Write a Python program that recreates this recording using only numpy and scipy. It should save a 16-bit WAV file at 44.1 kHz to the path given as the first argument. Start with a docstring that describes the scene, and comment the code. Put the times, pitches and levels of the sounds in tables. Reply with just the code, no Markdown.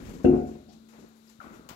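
"""Pig shifting in a concrete pen

One dull thump booms between the walls and leaves a thin low ring, perhaps a rail. Around it the
pig's body bumps softly and straw rustles; a small hollow tap and a close crunch follow. The microphone,
muffled on its right side, rumbles with handling at the start and takes a dull nudge at the end."""
import sys
import numpy as np
from scipy import signal
from scipy.fft import rfft, irfft, next_fast_len
from scipy.io import wavfile
from scipy.ndimage import map_coordinates

SR = 44100
rng = np.random.default_rng(int(sys.argv[2]) if len(sys.argv) > 2 else 0)


def inscribe(sig):
    """Save sig as 16-bit PCM at rate SR to the path in sys.argv[1].

    A 1-D sig is mono; a 2-D sig holds one channel per row.
    Samples are clipped to [-1, 1] before scaling.
    """
    pcm = np.round(np.clip(np.atleast_2d(sig).T, -1, 1) * 32767)
    wavfile.write(sys.argv[1], SR, pcm.astype(np.int16))


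N = 77175


def amp(db):
    """Decibels to gain."""
    return 10 ** (np.asarray(db) / 20)


def unit(x):
    """Scale to rms 1."""
    return x / np.sqrt(np.mean(x ** 2) + 1e-20)


def along(points, hz):
    """Read a curve of (Hz, value) points on a log frequency axis."""
    freqs, values = np.transpose(points)
    return np.interp(np.log(hz + 1), np.log(freqs + 1), values)


def since(start):
    """Seconds since start, zero before."""
    return np.maximum(np.arange(N) / SR - start, 0)


def envelope(start, rise, t60, hold=0):
    """Linear rise, hold, then a fall of 60 dB per t60; all times in seconds."""
    t = since(start)
    attack = np.minimum(t / max(rise, 1e-4), 1)
    return attack * amp(-60 * np.maximum(t - rise - hold, 0) / t60)


def filtered(x, response):
    """Filter x by a complex gain given as a function of Hz."""
    size = next_fast_len(N + SR // 2)
    return irfft(rfft(x, size) * response(np.fft.rfftfreq(size, 1 / SR)), size)[..., :N]


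# How alike the pen sounds at the microphone's two sides. Each row: frequency in Hz, correlation.
STEREO_LIKENESS = [(60, 1), (250, 0.49), (500, 0.38), (1000, 0.9), (3000, .1)]

def noise(colour_db):
    """Stereo noise of rms 1, alike in the deep bass and diffuse in the treble."""
    def mid_side_gains(hz):
        angle = np.arccos(np.clip(along(STEREO_LIKENESS, hz), -1, 1)) / 2
        return amp(colour_db(hz)) * [np.cos(angle), np.sin(angle)]
    mid, side = filtered(rng.standard_normal((2, N)), mid_side_gains)
    return unit(np.array([mid + side, mid - side]))


def wash(spectrum):
    """Stereo noise shaped by (Hz, relative dB) points."""
    return noise(lambda hz: along(spectrum, hz))


# The quiet of the pen, all around the microphone. Each row: frequency in Hz, relative level in dB.
AIR_SPECTRUM = [(20, -20.5), (50, -10), (130, -5), (280, 3.5), (500, -3.5), (800, -12), (1400, -6),
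                (1800, -14.5), (3200, -14), (3900, -7), (5000, -15), (7300, -15), (8600, -23), (12000, -21),
                (15500, -25.5)]

def still_air():
    """A faint, steady wash under everything."""
    return amp(-60.5) * wash(AIR_SPECTRUM)


# Handling noise, right on the microphone. Each row: frequency in Hz, relative level in dB.
RUMBLE_SPECTRUM = [(18, -22), (32, -1), (55, -4), (100, -5.5), (250, -42.5)]

def handling_rumble():
    """Handling the microphone makes a brief, deep rumble at the start."""
    return amp(-45.5) * envelope(0, rise=0.036, t60=0.55, hold=0.05) * wash(RUMBLE_SPECTRUM)


# The colour of a soft bump. Each row: frequency in Hz, relative level in dB.
BUMP_SPECTRUM = [(20, -39), (35, -20.5), (60, -13.5), (100, -20.5), (140, -10.5), (250, -1), (420, -8.5),
                 (550, -13.5), (750, -20), (1100, -12.5), (3000, -37)]
# Soft bumps of the pig's body in the pen. 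Each row: start in seconds, level in dB, rise and t60 in
# seconds, upper edge in Hz.
BODY_BUMPS = [(0, -41, 0.0013, 1, 410), (0.074, -40, 0.013, 0.84, 605), (0.135, -39.5, 0.0035, 0.32, 290),
              (0.186, -44, 0.015, .5, 1210), (0.338, -23, 0.0029, 0.22, 507), (0.484, -45, .01, 0.1, 1820),
              (.545, -42.5, 0.011, 0.073, 676), (.645, -51.5, 0.052, 1, 258), (.97, -50.5, 0.021, 0.6, 915),
              (1.029, -46.5, 0.017, 0.052, 430), (1.389, -48, 0.0033, 0.055, 146),
              (1.436, -49, 0.0096, .4, 700), (1.467, -48, 0.0017, .2, 606), (1.505, -45.5, 0.0024, .4, 430),
              (1.551, -49.5, 0.0071, 0.29, 900), (1.593, -43.5, 0.0031, .1, 348),
              (1.645, -50.5, 0.0035, .3, 1210)]

def body_bumps():
    """Low puffs, each with its own level and dullness."""
    out = np.zeros((2, N))
    for start, db, rise, t60, edge_hz in BODY_BUMPS:
        colour = lambda hz: along(BUMP_SPECTRUM, hz) - 10 * np.log10(1 + (hz / edge_hz) ** 4)
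        out += amp(db) * envelope(start, rise, t60) * noise(colour)
    return out


def stalk_grain(rate_hz):
    """The slight, fast random flutter in level of many stalks slipping."""
    knots = rng.standard_normal(N // 8)
    flutter_db = -0.5 * map_coordinates(knots, [np.arange(N) * rate_hz / SR], mode="wrap")
    return unit(amp(flutter_db))


# The colour of the straw in the pen. Each row: frequency in Hz, relative level in dB.
STRAW_SPECTRUM = [(200, 10), (600, 4.5), (1400, 0.5), (1800, -0.5), (4000, -9), (7400, -5), (8600, -18),
                  (12000, -9.5), (15500, -23)]
# Straw stirring around the pig. Each row: start in seconds, level in dB, rise and t60 in seconds,
# centre in Hz, width in octaves.
STRAW_RUSTLES = [(0, -50, 0.0011, 1, 2080, 2.5), (.048, -50, .006, 0.87, 2470, 1.7),
                 (.091, -49, 0.0032, .15, 11000, 3), (0.129, -53, .01, 0.51, 6000, 2),
                 (0.229, -51.5, 0.007, 0.6, 9030, 4.7), (0.339, -59, .02, 0.99, 4500, 1.8),
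                 (.431, -62, .002, 0.048, 14000, .4), (.46, -57.5, .02, 0.42, 6350, 1.7),
                 (.49, -59, 0.032, 0.63, 2370, 1.2), (0.677, -56, .012, 0.34, 743, 0.23),
                 (.68, -58, 0.017, 0.49, 4230, 0.35), (.721, -57.5, 0.0053, 0.21, 6000, 1.2),
                 (0.886, -55, .001, 0.42, 7300, 4), (0.918, -53.5, 0.022, 1, 1200, 2.5),
                 (0.991, -59, .005, 0.47, 6000, 1.3), (1.085, -62.5, 0.0027, 0.056, 13000, 0.32),
                 (1.15, -66, 0.01, 1, 11400, 0.9), (1.23, -62, 0.041, 0.45, 11900, 2.3),
                 (1.274, -57.5, .006, 0.14, 5040, 0.086), (1.291, -55.5, 0.0054, 0.31, 6500, 1.85),
                 (1.414, -57.5, 0.014, 0.85, 6000, 5.6), (1.508, -52, .04, 0.38, 4840, 7.5)]

def straw_rustles():
    """Stalks slip in short grainy bursts, each in its own register."""
    out = np.zeros((2, N))
    for start, db, rise, t60, centre_hz, octaves in STRAW_RUSTLES:
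        off_centre = lambda hz: np.log2((hz + 1) / centre_hz) / octaves
        colour = lambda hz: along(STRAW_SPECTRUM, hz) - 20 * np.log10(1 + off_centre(hz) ** 2)
        out += amp(db) * envelope(start, rise, t60) * noise(colour) * stalk_grain(rate_hz=750)
    return out


# The blow where it lands, then its boom between the concrete walls.
# Each row: frequency in Hz, relative level in dB.
CONTACT_SPECTRUM = [(25, -51.5), (45, -45), (80, -9.5), (160, -28.5), (250, 4), (380, -13.5), (500, -6),
                    (720, -18), (950, -34.5), (1150, -44.5), (1520, -28.5), (1700, -45.5), (2150, -44.5),
                    (2750, -32), (3100, -51), (7000, -62), (15000, -71)]
BOOM_SPECTRUM = [(25, -52.5), (42, -33), (60, -23), (110, -8.5), (185, -6.5), (250, -6), (370, -0.5),
                 (520, -11.5), (760, -14), (1000, -35), (1480, -27.5), (1750, -44.5), (2300, -38.5),
                 (2750, -40.5), (3100, -69), (15000, -76.5)]

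def thump(start):
    """A soft, heavy blow: a brief contact and its dense echoes."""
    contact = amp(-12) * envelope(start, rise=0.0053, t60=0.12) * wash(CONTACT_SPECTRUM)
    boom = amp(-25) * envelope(start, rise=0.02, t60=0.59, hold=0.074) * wash(BOOM_SPECTRUM)
    return contact + boom


# The struck pen's modes, heard from the microphone. Each row: frequency in Hz, left level in dB,
# build-up, hold and t60 in seconds, left over right in dB.
PEN_MODES = [(152.5, -28, .05, .055, .42, 1.5), (266, -14, .005, .03, .42, 3.5),
             (361.5, -11.5, .028, .038, .25, 6), (720, -36, .015, .12, .58, 0), (55, -37, .005, .08, .7, 1),
             (77, -35, .005, .09, .65, 1), (226, -24, .005, .08, .55, 2), (247, -29, .01, .14, .3, 2),
             (322, -26, .008, .1, .3, 3), (416, -35, .02, .1, .45, 3), (474, -26, .003, .02, .28, 4),
             (603, -47, .005, .02, 1.1, 3), (909, -54, .005, .03, .45, 5), (2645, -51, .003, .01, .25, 12),
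             (2795, -50, .003, .01, .3, 12)]

def pen_ring(start):
    """The modes of the pen build up and die away after a blow."""
    out = np.zeros((2, N))
    for hz, left_db, build, hold, t60, balance_db in PEN_MODES:
        ring = np.sin(2 * np.pi * hz * since(start)) * envelope(start, build, t60, hold)
        right_db = left_db - balance_db - along(RIGHT_SIDE_GAIN, hz)  # offsets the muffling
        out += amp([[left_db], [right_db]]) * ring
    return out


def thin_ring(start, hz):
    """One low mode, perhaps of a rail, rings on long after the blow."""
    return amp(-44.5) * envelope(start, rise=0.016, t60=6.45) * np.sin(2 * np.pi * hz * since(start))


# The tap as it comes back off the walls. Each row: frequency in Hz, relative level in dB.
TAP_ECHO_SPECTRUM = [(300, -34), (700, -18), (1000, -21), (1200, -11.5), (1480, -13.5), (1700, -30.5),
                     (2000, -23.5), (3000, -36), (8000, -48.5)]

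def hollow_tap(start, hz, sag_hz_per_s):
    """A hollow pop, left of centre, falls an octave and echoes between the walls."""
    pitch = np.maximum(hz - sag_hz_per_s * since(start), hz / 2)
    tone = np.sin(2 * np.pi * np.cumsum(pitch) / SR)
    pop = amp([[-32], [-38]]) * envelope(start, rise=0.0011, t60=0.043) * tone
    echo = amp(-44.5) * envelope(start, rise=0.009, t60=1) * wash(TAP_ECHO_SPECTRUM)
    return pop + echo


# Straw crunching close to the microphone: the snap, then its echo.
# Each row: frequency in Hz, relative level in dB.
SNAP_SPECTRUM = [(500, -29), (2500, 2.5), (5000, -2.5), (7500, 4.5), (9000, -12), (15000, -3)]
CRUNCH_ECHO_SPECTRUM = [(100, -1.5), (400, -3), (700, 1.5), (1350, 4), (1700, -8), (2500, -4),
                        (5000, -11.5), (7500, -14.5), (9000, -22.5), (15000, -15.5)]

def straw_crunch(start):
    """Stalks give way with a bright snap and a duller echo."""
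    snap = amp(-38.5) * envelope(start, rise=0.001, t60=0.058) * wash(SNAP_SPECTRUM)
    echo = amp(-42.5) * envelope(start, rise=0.00067, t60=0.24, hold=0.022) * wash(CRUNCH_ECHO_SPECTRUM)
    return snap * stalk_grain(rate_hz=1200) + echo * stalk_grain(rate_hz=700)


def nudge(centre_s, width_s):
    """One dull push on the microphone's housing, fed to both sides alike."""
    offset = (np.arange(N) / SR - centre_s) / width_s
    return amp(-36) * (offset ** 2 - 1) * np.exp(-offset ** 2 / 2)


def scene():
    """The pig shifts in its straw, thumps once and settles; a tap, a crunch and a nudge follow."""
    thump_s, settle_s = 0.2435, 0.465
    out = still_air() + handling_rumble() + body_bumps() + straw_rustles()
    out += thump(thump_s) + pen_ring(thump_s) + thin_ring(thump_s, hz=222.2)
    out += amp(-31) * pen_ring(settle_s)
    out += hollow_tap(start=1.402, hz=1456, sag_hz_per_s=22000)
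    out += straw_crunch(start=1.689)
    return out + nudge(centre_s=1.7125, width_s=0.0011)


# The microphone's muffled right side. Each row: frequency in Hz, gain in dB.
RIGHT_SIDE_GAIN = [(60, 3.5), (200, -4), (700, -3.5), (1300, -10.5), (2400, -18.5), (4400, -27),
                   (8000, -35), (15000, -26.5)]

def record(dry):
    """The microphone's right side hears late and muffled; both lose the deepest bass and the top."""
    low_cut_hz, top_hz, right_lag_s = 38, 15800, 0.00032
    def response(hz):
        right = amp(along(RIGHT_SIDE_GAIN, hz)) * np.exp(-2j * np.pi * hz * right_lag_s)
        return np.array([np.ones_like(hz), right]) * (hz < top_hz)
    low_cut = signal.butter(2, low_cut_hz, "high", fs=SR, output="sos")
    return filtered(signal.sosfilt(low_cut, dry), response)


dry = scene()
out = record(dry)
inscribe(out)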